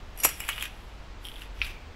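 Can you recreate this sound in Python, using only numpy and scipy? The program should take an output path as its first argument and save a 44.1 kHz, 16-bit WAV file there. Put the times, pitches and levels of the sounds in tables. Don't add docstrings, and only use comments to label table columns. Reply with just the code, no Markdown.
import sys
import numpy as np
from scipy import signal
from scipy.fft import rfft, irfft, next_fast_len
from scipy.io import wavfile
from scipy.ndimage import uniform_filter1d

SR = 44100
rng = np.random.default_rng(int(sys.argv[2]) if len(sys.argv) > 2 else 0)


def digitize_waveform(pressure):
    field = np.atleast_2d(pressure).T
    bounded = np.clip(field, -1, 1)
    quanta = np.round(bounded * 32767).astype(np.int16)
    wavfile.write(sys.argv[1], SR, quanta)


N = 85995
T = np.arange(N) / SR


# start in seconds, energy in dB, splintering time in seconds.
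SHARD_CRACKS = [(0.2336, 2, 0.0055), (0.2348, 1.5, 0.0033), (0.2445, 6, 0.00593), (0.2505, 3.5, 0.00133),
                (0.265, -8.5, 0.0067), (0.29, -11, 0.00214)]
# pitch in Hz, average level in dB, time to fall 60 dB in seconds.
SHARD_MODES = [(2268, -8, .06), (2461, -12, .05), (5980, -11, .05), (5698, -5.5, .04), (7030, -2.5, .018),
               (7437, -12.5, .1), (8324, -8, 0.011), (9057, -7.5, .02), (9920, -6, .025),
               (11475, 2.5, 0.026), (11680, -5, 0.02), (15190, -14.5, .015)]

def shard(detune=0.004, spread_db=4.0):
    out = np.zeros(N)
    for start, db, length in SHARD_CRACKS:
        burst = fracture(length)
        tone = 0
        for hz, mode_db, t60 in SHARD_MODES:
            mode = unit(signal.fftconvolve(burst, ring(hz * rng.normal(1, detune), t60)))
            tone += mode * from_db(mode_db + spread_db * rng.standard_normal())
        add(out, start, from_db(db) * unit(tone))
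    return out


# start in seconds, ring energy in dB, pitch in Hz,
# tick energy in dB, crumbling time in seconds.
GRIT_SNAPS = [(0.2347, -3.5, 2750, -11, 0.0113), (0.2442, -4.5, 2580, 8, 0.0091),
              (0.25, -4.5, 2420, 5.5, 0.00083), (0.4025, -12.5, 2440, -8.5, 0.0024),
              (0.438, -15, 2620, -29, 0.00076), (0.4774, -9, 2380, -11.5, 0.0176),
              (0.4896, -5, 2430, -5.5, 0.00205), (0.495, -8.5, 2774, -17.5, 0.0064),
              (0.52, -18, 2800, -25, 0.00157), (0.529, -11, 2924, -24, 0.003),
              (0.5804, -12, 2770, -29, 0.00244), (.609, -10.5, 3180, -21, 0.00134),
              (0.6243, -7.5, 2697, -8, 0.00129), (0.6403, -15, 2980, -19.5, 0.00066),
              (0.653, -15, 2814, -23, 0.0052), (1.4188, -16.5, 2647, -31.5, 0.0009)]
# frequency in Hz, gain in dB.
TICK_COLOUR = [(1000, -35.5), (3000, -18.5), (4600, -27.5), (5700, -5.5), (6500, -5), (7800, 6.5),
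               (9000, -6.5), (10200, 2.5), (11900, 8.5), (13000, -12.5), (15500, -2)]

def snaps(t60_cycles=11, band_hz=(1945, 3640), tick_extra_s=0.0007):
    out = np.zeros(N)
    for start, db, hz, tick_db, length in GRIT_SNAPS:
        ringing = signal.fftconvolve(fracture(length), ring(hz, t60_cycles / hz))
        tick = colour(fracture(length + tick_extra_s), TICK_COLOUR)
        add(out, start, from_db(db) * unit(filtered(ringing, "band", band_hz)))
        add(out, start, from_db(tick_db) * unit(tick))
    return out


# start in seconds, energy in dB,
# pitch in Hz, gain on the other modes in dB.
CHIP_CLINKS = [(0.1751, -19.5, 5850, 2), (.186, -17, 5800, -2), (0.2008, -7, 5770, 0.5),
               (0.287, -17.5, 5620, -12.5), (.310, -36, 5550, -20), (.339, -22, 5480, -13.5),
               (0.401, -19.5, 5250, -26)]
# multiple of its pitch, level in dB before that gain.
CHIP_MODES = [(.51, -5), (1.217, -9), (1.555, 2), (1.725, -3), (1.962, 10)]

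def clinks(t60=0.035, chatter_s=0.0023, splinter_s=0.003, splinter_db=-12):
    out = np.zeros(N)
    for start, db, hz, others_db in CHIP_CLINKS:
        burst = fracture(chatter_s)
        modes = [(1, 0)] + [(ratio, others_db + mode_db) for ratio, mode_db in CHIP_MODES]
        tone = sum(from_db(mode_db) * unit(signal.fftconvolve(burst, ring(ratio * hz, t60)))
                   for ratio, mode_db in modes)
        splinters = colour(fracture(splinter_s), TICK_COLOUR)
        add(out, start, from_db(db) * unit(tone))
        add(out, start, from_db(db + splinter_db) * unit(splinters))
    return out


# start in seconds, energy in dB before the low cut,
# pitch in Hz.
FLOOR_KNOCKS = [(0.236, -23.5, 1180), (0.2496, -2, 520), (0.2507, 1.5, 920), (0.4035, -19.5, 1220),
                (.4896, -4, 1438), (0.504, -25.5, 1450), (.580, -16.5, 1390), (.6252, -12.5, 1525)]

def knocks(t60_cycles=2.5, low_cut_hz=290, rattle_db=-7, rattle_delay_s=0.001984, rattle_t60=0.037):
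    out = np.zeros(N)
    for start, db, hz in FLOOR_KNOCKS:
        body = unit(filtered(ring(hz, t60_cycles / hz), "high", 0.974 * hz))
        rattle = unit(signal.fftconvolve(body, dying_noise(rattle_t60)))
        add(out, start, from_db(db) * body)
        add(out, start + rattle_delay_s, from_db(db + rattle_db) * rattle)
    return filtered(out, "high", low_cut_hz, order=4)


# start in seconds, energy in dB.
PLATE_JOLTS = [(0.2502, -7.5), (0.4043, -11), (0.4893, -4.5), (.580, -14), (.625, -21.5)]
# pitch in Hz, relative level in dB, time to fall 60 dB in seconds.
PLATE_MODES = [(2243, -6, .18), (2459, -3.5, 0.27), (2770, -8.5, .14), (2922, 0.5, .2)]

def plate():
    out = np.zeros(N)
    tone = unit(sum(from_db(db) * unit(ring(hz, t60, size=20000)) for hz, db, t60 in PLATE_MODES))
    for start, db in PLATE_JOLTS:
        add(out, start, from_db(db) * tone)
    return out


# start in seconds, energy in dB,
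# pitch in Hz, gain on the overtones in dB.
SOLE_SLIPS = [(1.247, -24.5, 3180, 0.5), (1.2519, -14, 3200, 0.5), (1.2692, -18.5, 3025, 4),
              (1.2857, -15.5, 3064, 0.5), (1.297, -27, 3070, -7), (1.3166, -22, 3264, -8),
              (1.3402, -24.5, 3050, -2.5), (1.3579, -21.5, 3363, -8), (1.364, -22, 3250, -4.5),
              (1.3823, -24.5, 3500, -9.5), (1.6163, 3, 2540, -37.5)]
# frequency in Hz, level in dB before that gain.
SLIP_OVERTONES = [(5400, -20.5), (10500, -13), (11850, -18)]
# frequency in Hz, gain in dB.
RATTLE_COLOUR = [(1900, -24.5), (2370, 6.5), (2590, -1.5), (3100, -27.5)]

def creak(t60=0.00387, rise_s=0.0013, chatter_db=-7, chatter_t60=0.066, rattle_db=-10.5, rattle_t60=0.57):
    out = np.zeros(N)
    clack_start = SOLE_SLIPS[-1][0]
    for start, db, hz, overtones_db in SOLE_SLIPS:
        overtones = sum(from_db(mode_db) * ring(mode_hz, t60) for mode_hz, mode_db in SLIP_OVERTONES)
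        swell = 1 - np.exp(-T[:len(overtones)] / rise_s)
        fundamental = filtered(swell * ring(hz, t60), "band", [hz / 1.457, hz * 1.457])
        tick = unit(fundamental + from_db(overtones_db) * swell * overtones)
        add(out, start, from_db(db) * tick)
        if start < clack_start:
            chatter = unit(signal.fftconvolve(tick, dying_noise(chatter_t60)))
            add(out, start, from_db(db + chatter_db) * chatter)
    rattle = unit(colour(dying_noise(rattle_t60, N), RATTLE_COLOUR))
    add(out, clack_start, from_db(rattle_db) * rattle)
    return out


# start in seconds, energy in dB, decay time in seconds.
CRUMB_SPRAYS = [(1.6174, -10.5, 0.0027), (1.62, -13.5, 0.0158), (1.6448, -16.5, 0.0038)]
# frequency in Hz, gain in dB.
CRUMB_COLOUR = [(750, -21.5), (1300, 5), (2000, -1), (3600, 6.5), (5700, -3), (6600, -33), (10000, -29.5)]

def crumbs():
    out = np.zeros(N)
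    for start, db, length in CRUMB_SPRAYS:
        add(out, start, from_db(db) * unit(colour(fracture(length), CRUMB_COLOUR)))
    return out


# time in seconds,
# crunch level in dB, fizz level in dB.
CRUNCH_FIZZ_LEVELS = [(.15, -72.5, -76.5), (0.179, -54, -52), (.225, -53, -41.5), (0.287, -42, -35.5),
                      (0.359, -56, -52.5), (.42, -50.5, -46.5), (.52, -42, -51.5), (.56, -48.5, -48.5),
                      (0.652, -40, -46), (.69, -57.5, -62.5), (1.19, -96, -83.5), (1.248, -60.5, -53),
                      (1.32, -61.5, -61), (1.431, -49.5, -55.5), (1.50, -76, -78.5), (1.599, -53.5, -66.5),
                      (1.66, -44, -49), (1.74, -55, -70), (1.8, -82, -90)]
# frequency in Hz, gain in dB.
CRUNCH_COLOUR = [(500, -25.5), (1200, -5), (1900, -2), (2850, 2), (3400, 1.5), (4200, -8), (6000, -5.5),
                 (9000, -46)]
FIZZ_COLOUR = [(4000, -8.5), (5700, -2.5), (6600, -15), (7700, -4.5), (9200, -9.5), (10400, -0.5),
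               (12000, -1), (13200, -13)]

def crunch_and_fizz(grains_per_s=2400, spread_db=3.0):
    sizes = from_db(spread_db * np.minimum(rng.exponential(1, N), 4)) * rng.choice([-1, 1], N)
    grains = sizes * (rng.random(N) < grains_per_s / SR)
    times, crunch_db, fizz_db = np.transpose(CRUNCH_FIZZ_LEVELS)
    crunch = from_db(np.interp(T, times, crunch_db)) * rms_one(colour(grains, CRUNCH_COLOUR))
    fizz = from_db(np.interp(T, times, fizz_db)) * rms_one(colour(grains, FIZZ_COLOUR))
    return crunch + fizz


# frequency in Hz, gain in dB.
NEAR_COLOUR = [(200, -16), (700, -13), (2600, -6), (5000, -9.5), (16000, -15)]
TAIL_COLOUR = [(200, -2), (700, -14), (2600, -13), (5000, -12.5), (11000, -18.5), (16000, -37)]

def shed(x, near_delay_s=0.0035, near_t60=0.088, tail_delay_s=0.011, tail_t60s=(0.093, 0.496, 0.19)):
    response, size = np.zeros(N), 30000
    add(response, near_delay_s, colour(unit(dying_noise(near_t60, size)), NEAR_COLOUR))
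    bands_hz = [(100, 1500), (1500, 6000), (6000, 18000)]
    tail = sum(filtered(unit(dying_noise(t60, size)), "band", band)
               for band, t60 in zip(bands_hz, tail_t60s))
    add(response, tail_delay_s, colour(tail, TAIL_COLOUR))
    return signal.fftconvolve(x, response)[:N]


# frequency in Hz, gain in dB.
RUMBLE_COLOUR = [(12, -3), (26, 1.5), (50, 7.5), (62, -3), (90, -4), (200, -54)]
AIR_COLOUR = [(120, -2), (400, -7), (800, -8), (3000, -16), (5000, -23), (8000, -32), (11000, -54),
              (16000, -55.5)]
# time in seconds, level in dB before the lift.
RUMBLE_LEVELS = [(0.0, -44.5), (.47, -45), (.8, -46.5), (1.48, -44), (1.58, -39), (1.71, -38), (1.75, -47)]

def ambience(rumble_lift_db=1.5, air_db=-49.5):
    rumble = colour(rng.standard_normal(N), RUMBLE_COLOUR)
    rumble /= np.sqrt(uniform_filter1d(rumble ** 2, 4000))
    rumble *= from_db(rumble_lift_db + np.interp(T, *np.transpose(RUMBLE_LEVELS)))
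    air = from_db(air_db) * rms_one(colour(rng.standard_normal(N), AIR_COLOUR))
    return rumble + air


def fracture(length_s, click_db=-6.5, spread_db=3.0, rise_share=0.22, size=6000):
    t = T[:size]
    cracks = rng.standard_normal(size) * from_db(spread_db * rng.standard_normal(size))
    envelope = np.exp(-t / length_s) * (1 - np.exp(-t / (rise_share * length_s)))
    burst = unit(cracks * envelope) * np.sqrt(length_s / 0.00059)
    burst[0] += from_db(click_db)
    return burst


def ring(hz, t60, size=6000):
    return np.sin(2 * np.pi * hz * T[:size]) * dying(t60, size)


def dying_noise(t60, size=6000):
    return rng.standard_normal(size) * dying(t60, size)


def dying(t60, size):
    return np.exp(-np.log(1000) * T[:size] / t60)


def colour(x, points):
    size = 2 * next_fast_len(len(x))
    hz, db = np.transpose(points)
    bins_hz = np.arange(size // 2 + 1) * SR / size
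    log_gain = np.log(from_db(np.interp(np.log(bins_hz + 1), np.log(hz), db)))
    cepstrum = irfft(log_gain)[:size // 2]
    cepstrum[1:] *= 2
    return irfft(rfft(x, size) * np.exp(rfft(cepstrum, size)))[:len(x)]


def filtered(x, kind, hz, order=2):
    return signal.sosfilt(signal.butter(order, hz, kind, fs=SR, output="sos"), x + 1e-18)


def from_db(db):
    return 10 ** (np.asarray(db) / 20)


def unit(x):
    return x / np.sqrt(np.sum(x ** 2) + 1e-20)


def rms_one(x):
    return x / (np.std(x) + 1e-20)


def add(out, start, x):
    i = int(start * SR)
    out[i:i + len(x)] += x[:N - i]


def scene():
    steps = shard() + clinks() + snaps() + plate() + knocks() + creak() + crumbs() + crunch_and_fizz()
    return (steps + shed(steps) + ambience())[None]


def record(dry):
    return signal.sosfilt(signal.ellip(10, 0.2, 70, 15700, fs=SR, output="sos"), dry)


dry = scene()
out = record(dry)
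digitize_waveform(out)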